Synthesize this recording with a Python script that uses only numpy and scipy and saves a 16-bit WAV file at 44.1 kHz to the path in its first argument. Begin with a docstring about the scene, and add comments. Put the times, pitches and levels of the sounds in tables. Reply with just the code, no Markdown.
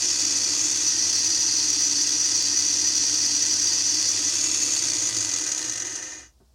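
"""A small belt-driven wood lathe runs on a garage workbench, a sanding disc held at the spinning piece.
Dry rubbing and rolling hiss and ring the spindle steel in pulses tied to the rotation; the bed drones
and the motor hums. The power is switched off: the hum ends, the tones slide down and the hiss fades
as friction brakes the spindle. A low rumble comes up, and just after standstill there is one soft
knock on the bench."""
import sys
import numpy as np
from scipy import signal
from scipy.fft import rfft, irfft, next_fast_len
from scipy.io import wavfile
from scipy.ndimage import uniform_filter1d

SR = 44100
rng = np.random.default_rng(int(sys.argv[2]) if len(sys.argv) > 2 else 0)


def put_to_file(sound):
    """Save the sound as 16-bit audio at rate SR, in the file named by the first command-line argument."""
    columns = np.atleast_2d(sound).T  # one column per channel
    safe = np.clip(columns, -1, 1)
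    whole_steps = np.round(safe * 32767)
    wavfile.write(sys.argv[1], SR, whole_steps.astype(np.int16))


N = 288414
TIME = np.arange(N) / SR
TURN_HZ, HUM_HZ, POWER_OFF_S = 18.22, 100, 4.78

# drive under power: (time [s], speed [share of full speed])
DRIVEN_SPEED = [(0, .984), (.45, .984), (.8, 1.0), (1.4, 1.005), (2.3, .977), (3.3, 1.001), (4.2, 1.002),
                (4.4, 1.009)]
# spindle play, seated while the disc presses on the piece: (time [s], slack [0 seated, 1 loose])
SPINDLE_SLACK = [(0, 0.51), (.45, 0.27), (.65, 0.78), (.95, .03), (4.05, 0.045), (4.45, 1)]
# rough spots: (frequency [multiple of turn rate], relative depth when fast [dB], when slow [dB])
ROUGH_SPOTS = [(1, 1.1, .3), (2, 1.4, .9), (3.71, 2.0, 2.4), (7.42, .1, 3.1), (8, 1.5, .3)]
# modes of the spindle steel (two groups), the lathe bed and the bearing housings:
# (frequency [Hz], bandwidth [Hz], relative level [dB], change when loose [dB], change when slow [dB])
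STEEL_LOW_MODES = [(4077, 100, -15.5, -9.5, 18), (4442, 160, -6, -1, -11), (4463, 100, -21, 13.5, -6),
                   (4664, 60, -6, 2.5, 3), (4710, 23, 0.5, -4, -10), (4948, 138, -3.5, -2.5, -2),
                   (5130, 40, -23.5, 11, 13), (5290, 160, -16, 1, 9), (5500, 57, -0.5, 2.5, -16),
                   (5696, 65, -0.5, -8, 10), (5880, 101, 0.5, -2, 6), (5946, 30, 6, -0.5, 2)]
STEEL_HIGH_MODES = [(6100, 56, 5, 9.5, -1), (6310, 140, 3, 16.5, 1.5), (6363, 110, 9, -30, 4),
                    (6475, 74, 12.5, 9.5, -15), (6706, 140, 0.5, 22, -4), (6540, 80, -33, 9.5, -0.5),
                    (7030, 290, -0.5, 13, -5), (6840, 60, -38.5, -12, -2)]
BED_MODES = [(224.3, 14.5, -11, -1.5, 0.5), (241.6, 4.7, -3, -5, -9.5), (282.7, 9.5, -0.5, -2, -1.5),
             (309.4, 16.3, -2, 0.5, -1.5), (329.6, 23, -9.5, 5.5, -1), (342.3, 16, -1.5, -2.5, -5.5),
             (365.2, 14.7, -10, 1, 4), (478.7, 8.2, -7, 0.5, -2.5), (508.2, 12.5, -7.5, -3.5, 5)]
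HOUSING_MODES = [(604, 23, -8, 6.5, -2.5), (739, 56, -16.5, 4, 7.5), (926, 33.6, -1, -5, 1),
                 (988, 16, -6, 8, -7.5), (1256, 150, -9, 2, 1), (1568, 120, -5, -2, 4),
                 (1820, 55, -7.5, -9, 23), (1854, 24, 6.5, -3.5, -4), (1997, 89, 1, 0, 0.5),
                 (2460, 130, -2.5, 2.5, -4), (2673, 22, 3.5, 2.5, -10), (2870, 44, 0.5, -4, 5),
                 (3144, 230, -6, -10.5, 3.5), (3460, 147, 0, 2.5, -13), (4040, 290, -13, 9.5, -9)]
# gain of each part:
# (seated gain [dB], change when loose [dB], knee [share of full speed], fade [dB per tenfold slowing])
HISS_GAIN = (-32, 1.24, 0.64, 25)
STEEL_LOW_GAIN = (-22, -5, 0.77, 22)
STEEL_HIGH_GAIN = (-27.5, 0.44, .5, 22)
BED_GAIN = (-44.5, 2, 0.48, 16.5)
HOUSING_GAIN = (-42, 1, 0.15, 21.5)
# spectra of the friction hiss and the still workshop: (frequency [Hz], relative spectral level [dB])
HISS_SPECTRUM = [(60, -18), (150, -13), (400, -9), (800, -8), (2000, -7), (3200, -2), (4500, 2), (7000, 4),
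                 (8400, 1.5), (9400, -3), (10300, -11), (11600, -16), (13000, -22), (16000, -26)]
AIR_SPECTRUM = [(15, -30), (25, -28.5), (70, 0.5), (97, -9), (161, -16.5), (545, -22.5), (624, -20),
                (2110, -36), (5280, -26), (16000, -39)]
# bearing whirr: (frequency [multiple of turn rate], half-width [Hz], level when loose and fast [dB])
WHIRR_BANDS = [(130, 130, -50), (144, 16, -52), (462, 300, -48), (632, 300, -59)]
# unbalance and belt tones: (frequency [multiple of turn rate], relative level [dB])
DRIVE_HARMONICS = [(4, -51), (5, -56), (6, -61), (7, -61), (8, -51), (16, -54)]
# bench-top resonances that the drive shakes: (frequency [Hz], bandwidth per pass [Hz], gain [dB])
BENCH_TOP_MODES = [(110, 30, 0), (287, 20, 4)]
# motor whine: (frequency [multiple of turn rate], seated level [dB], change when loose [dB])
WHINE_PARTIALS = [(144, -54, 6), (288, -45, -1)]
# blow on the bench: (time [s], relative level [dB])
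BLOWS = [(6.398, -45)]
# modes of the struck bench: (frequency [Hz], relative level [dB], 60 dB decay time [s])
STRUCK_BENCH_MODES = [(125, 1.5, 0.072), (216, 3, 0.073), (352, -6, 0.065), (530, -18, .06),
                      (900, -16, .05), (1495, -22, .04)]


def from_db(db):
    """Amplitude ratio of a level in decibels."""
    return 10 ** (np.asarray(db) / 20)


def unit_rms(x):
    """Normalisation to an rms of 1."""
    return x / np.sqrt(np.mean(x ** 2) + 1e-20)


def at_samples(curve):
    """Linear interpolation of a (time, value) curve at every sample."""
    return np.interp(TIME, *np.transpose(curve))


def drift(rate_hz):
    """Random fluctuation: noise low-passed at rate_hz, with an rms near 1."""
    step, settle = 40, 2000   # computed at every 40th sample; the filter's onset is dropped
    pole = np.exp(-2 * np.pi * rate_hz * step / SR)
    noise = rng.standard_normal(N // step + settle + 2)
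    smooth = signal.lfilter([1], [1, -2 * pole, pole * pole], noise)[settle:]
    return np.interp(np.arange(N) / step, np.arange(len(smooth)), unit_rms(smooth))


def resonate(x, hz, width_hz):
    """Forced response of a damped oscillator with unit peak gain."""
    radius = np.exp(-np.pi * width_hz / SR)
    feedback = [1, -2 * radius * np.cos(2 * np.pi * hz / SR), radius ** 2]
    return signal.lfilter(np.array([1, 0, -1]) * (1 - radius ** 2) / 2, feedback, x)


def band(x, low_hz, high_hz):
    """Band-pass filtering."""
    return signal.sosfilt(signal.butter(3, [low_hz, high_hz], "band", fs=SR, output="sos"), x)


def coloured_noise(spectrum):
    """Spectral shaping of white noise, to an rms of 1."""
    hz, db = np.transpose(spectrum)
    size = next_fast_len(N)
    bin_hz = np.maximum(np.fft.rfftfreq(size, 1 / SR), 1)
    gain = from_db(np.interp(np.log(bin_hz), np.log(hz), db))
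    return unit_rms(irfft(rfft(rng.standard_normal(size)) * gain, size)[:N])


def lathe_speed(coast_s=1.583, curve=1.08):
    """Dry friction exerts a nearly constant torque, so after switch-off the speed falls almost evenly."""
    remaining = np.clip(1 - (TIME - POWER_OFF_S) / coast_s, 0, 1)
    return at_samples(DRIVEN_SPEED) * remaining ** curve


def contact_force(turns, speed, slack, slow, powered):
    """Sawtooth modulation: rough spots bite at once and let go slowly, harder when loose and fast."""
    pulsing_db = 0
    for multiple, fast_db, slow_db in ROUGH_SPOTS:
        phase = (multiple * turns + 0.052 * drift(2.5) + rng.random()) % 1
        depth_db = fast_db + (slow_db - fast_db) * slow
        pulsing_db += depth_db * (1 - 2 * phase)
    bite = (1 + .6 * slack) * np.clip(speed / .33, 0, 1) ** 1.5
    buzz_db = -0.7 * powered * np.cos(2 * np.pi * HUM_HZ * TIME)
    roughness_db = drift(270) + 0.5 * drift(28)
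    force = from_db(bite * uniform_filter1d(pulsing_db, size=80) + buzz_db + roughness_db)
    return force / np.sqrt(uniform_filter1d(force ** 2, SR // 7))


def part_gain(law, speed, slack):
    """Power-law fade: a part's gain shifts with play, holds at speed and falls below a knee."""
    seated_db, loose_db, knee, fade_db = law
    fade = np.sqrt(1 + from_db(2 * fade_db * np.log10(knee / (speed + 1e-6))))
    return from_db(seated_db + loose_db * slack) / fade


def swell(speed, slack, centre_hz, depth_db, ripples_per_turn=72):
    """Resonance: a group of modes swells as a low overtone of a loose bearing's ripple slides through."""
    overtone = centre_hz / (ripples_per_turn * TURN_HZ * speed + 1e-6)
    strength = slack / (1 + (overtone / 7) ** 4)
    return from_db(depth_db * strength * np.cos(2 * np.pi * overtone))


def ring(modes, slack, slow):
    """Random excitation: tiny contacts ring modes whose balance follows play and speed; rms near 1."""
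    total = 0
    for hz, width, db, loose_db, slow_db in modes:
        pass_width = width / np.sqrt(np.sqrt(2) - 1)   # two passes together have the listed bandwidth
        mode = resonate(resonate(rng.standard_normal(N), hz, pass_width), hz, pass_width)
        total += from_db(db + loose_db * slack + slow_db * slow) * mode
    return total / np.sqrt(uniform_filter1d(total ** 2, SR // 4) + 1e-12)


def spindle(speed, slack, slow):
    """Friction noise hisses and excites the steel; the upper modes gain when the spindle runs loose."""
    low = part_gain(STEEL_LOW_GAIN, speed, slack) * swell(speed, slack, centre_hz=4850, depth_db=1)
    high = part_gain(STEEL_HIGH_GAIN, speed, slack) * swell(speed, slack, centre_hz=6630, depth_db=2.5)
    steel = low * ring(STEEL_LOW_MODES, slack, slow) + high * ring(STEEL_HIGH_MODES, slack, slow)
    return steel + part_gain(HISS_GAIN, speed, slack) * coloured_noise(HISS_SPECTRUM)


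def frame(force, speed, slack, slow):
    """Structure-borne sound: the heavy bed and the housings follow the contact pulses only partly."""
    bed_gain = part_gain(BED_GAIN, speed, slack) * swell(speed, slack, centre_hz=310, depth_db=0.5)
    bed = bed_gain * force ** 0.17 * ring(BED_MODES, slack, slow)
    housings = part_gain(HOUSING_GAIN, speed, slack) * force ** 0.4 * ring(HOUSING_MODES, slack, slow)
    return bed + housings


def bearing_whirr(turns, speed, slack):
    """Narrow-band noise: loose bearings sing in rough bands that sink and soon fade with the speed."""
    bands = 0
    for multiple, width, db in WHIRR_BANDS:
        phase = 2 * np.pi * multiple * turns
        bands += from_db(db) * (drift(width) * np.cos(phase) + drift(width) * np.sin(phase))
    return bands * slack * speed ** 4


def drive_tones(turns, speed, powered):
    """Forced vibration: unbalance tones swell at the bench resonances; the unpulled belt shudders."""
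    angle = 2 * np.pi * turns + .05 * drift(4.1)   # the belt runs a little unevenly
    tones = np.sqrt(2) * sum(from_db(db + 2.2 * drift(2.3)) * np.sin(multiple * angle)
                             for multiple, db in DRIVE_HARMONICS)
    coasting = (1 - powered) * speed
    shudder = from_db(-47) * np.sqrt(coasting) * unit_rms(band(rng.standard_normal(N), 50, 125))
    shake = tones * from_db(6 * coasting) + shudder
    return sum(from_db(db) * resonate(resonate(shake, hz, width), hz, width)
               for hz, width, db in BENCH_TOP_MODES)


def motor(turns, slack, powered):
    """Magnetic forces hum at twice the mains frequency; a whine follows the speed. Both need power."""
    hum = from_db(-53.5 + drift(2)) * np.sin(2 * np.pi * HUM_HZ * TIME)
    whine = sum(from_db(db + loose_db * slack + 2 * drift(7.7)) * np.sin(2 * np.pi * multiple * turns)
                for multiple, db, loose_db in WHINE_PARTIALS)
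    return np.sqrt(2) * powered * (hum + whine)


def workshop_air():
    """Ambient noise: a quiet background, and a low rumble that comes up as the lathe stops."""
    rumble = unit_rms(band(rng.standard_normal(N), 53, 67))
    rise = np.interp(TIME, [4.6, 6.1, 6.27, 6.54], [.2, .6, 1.2, .7])
    return from_db(-65) * coloured_noise(AIR_SPECTRUM) + from_db(-61) * rise * rumble


def bench_knock(contact_s=0.019):
    """Impact excitation: a soft, scuffing blow sets the damped modes of the bench ringing."""
    blow = 0
    for start_s, db in BLOWS:
        age = np.maximum(TIME - start_s, 0) / contact_s
        blow += from_db(db - 4) * 2 * age * np.exp(1 - 2 * age)
    scuff = band(blow * rng.standard_normal(N), 80, 1400)
    return sum(from_db(db + 14) * resonate(scuff, hz, np.log(1000) / (np.pi * t60))
               for hz, db, t60 in STRUCK_BENCH_MODES)


def garage(x, t60_s=.16, wet_db=-11):
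    """Reverberation: dense reflections from bench and walls decay exponentially after the direct sound."""
    t = TIME[:SR // 3]
    tail = rng.standard_normal(len(t)) * from_db(-60 * t / t60_s) * (t > .002)
    wet = signal.fftconvolve(x, tail / np.sqrt(np.sum(tail ** 2)))[:N]
    return x + from_db(wet_db) * wet


def scene(crawl_speed=0.066):
    """Superposition: rubbing, shaking and tones, all driven by one speed, add to the air and the knock."""
    speed = lathe_speed()
    slack = np.clip(at_samples(SPINDLE_SLACK), 0, 1)
    slow = np.clip(1.6 * (1 - speed), 0, 1)
    turns = TURN_HZ * np.cumsum(speed) / SR
    powered = np.clip((POWER_OFF_S - TIME) / .04, 0, 1)
    force = contact_force(turns, speed, slack, slow, powered)
    scraping = speed ** 2 / np.hypot(speed ** 2, crawl_speed ** 2)   # dies away at a crawl
    contacts = force * spindle(speed, slack, slow) + frame(force, speed, slack, slow)
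    in_room = garage(scraping * contacts + bench_knock())
    whirr = bearing_whirr(turns, speed, slack)
    drive = drive_tones(turns, speed, powered) + motor(turns, slack, powered)
    return (in_room + whirr + drive + workshop_air())[None]


def record(dry, ceiling=.212, hardness=24, cutoff_hz=15850):
    """Saturation: the highest peaks overload and crackle faintly; a low-pass cuts the top."""
    saturated = dry / (1 + np.abs(dry / ceiling) ** hardness) ** (1 / hardness)
    return signal.sosfilt(signal.ellip(10, .1, 80, cutoff_hz, fs=SR, output="sos"), saturated)


dry = scene()
out = record(dry)
put_to_file(out)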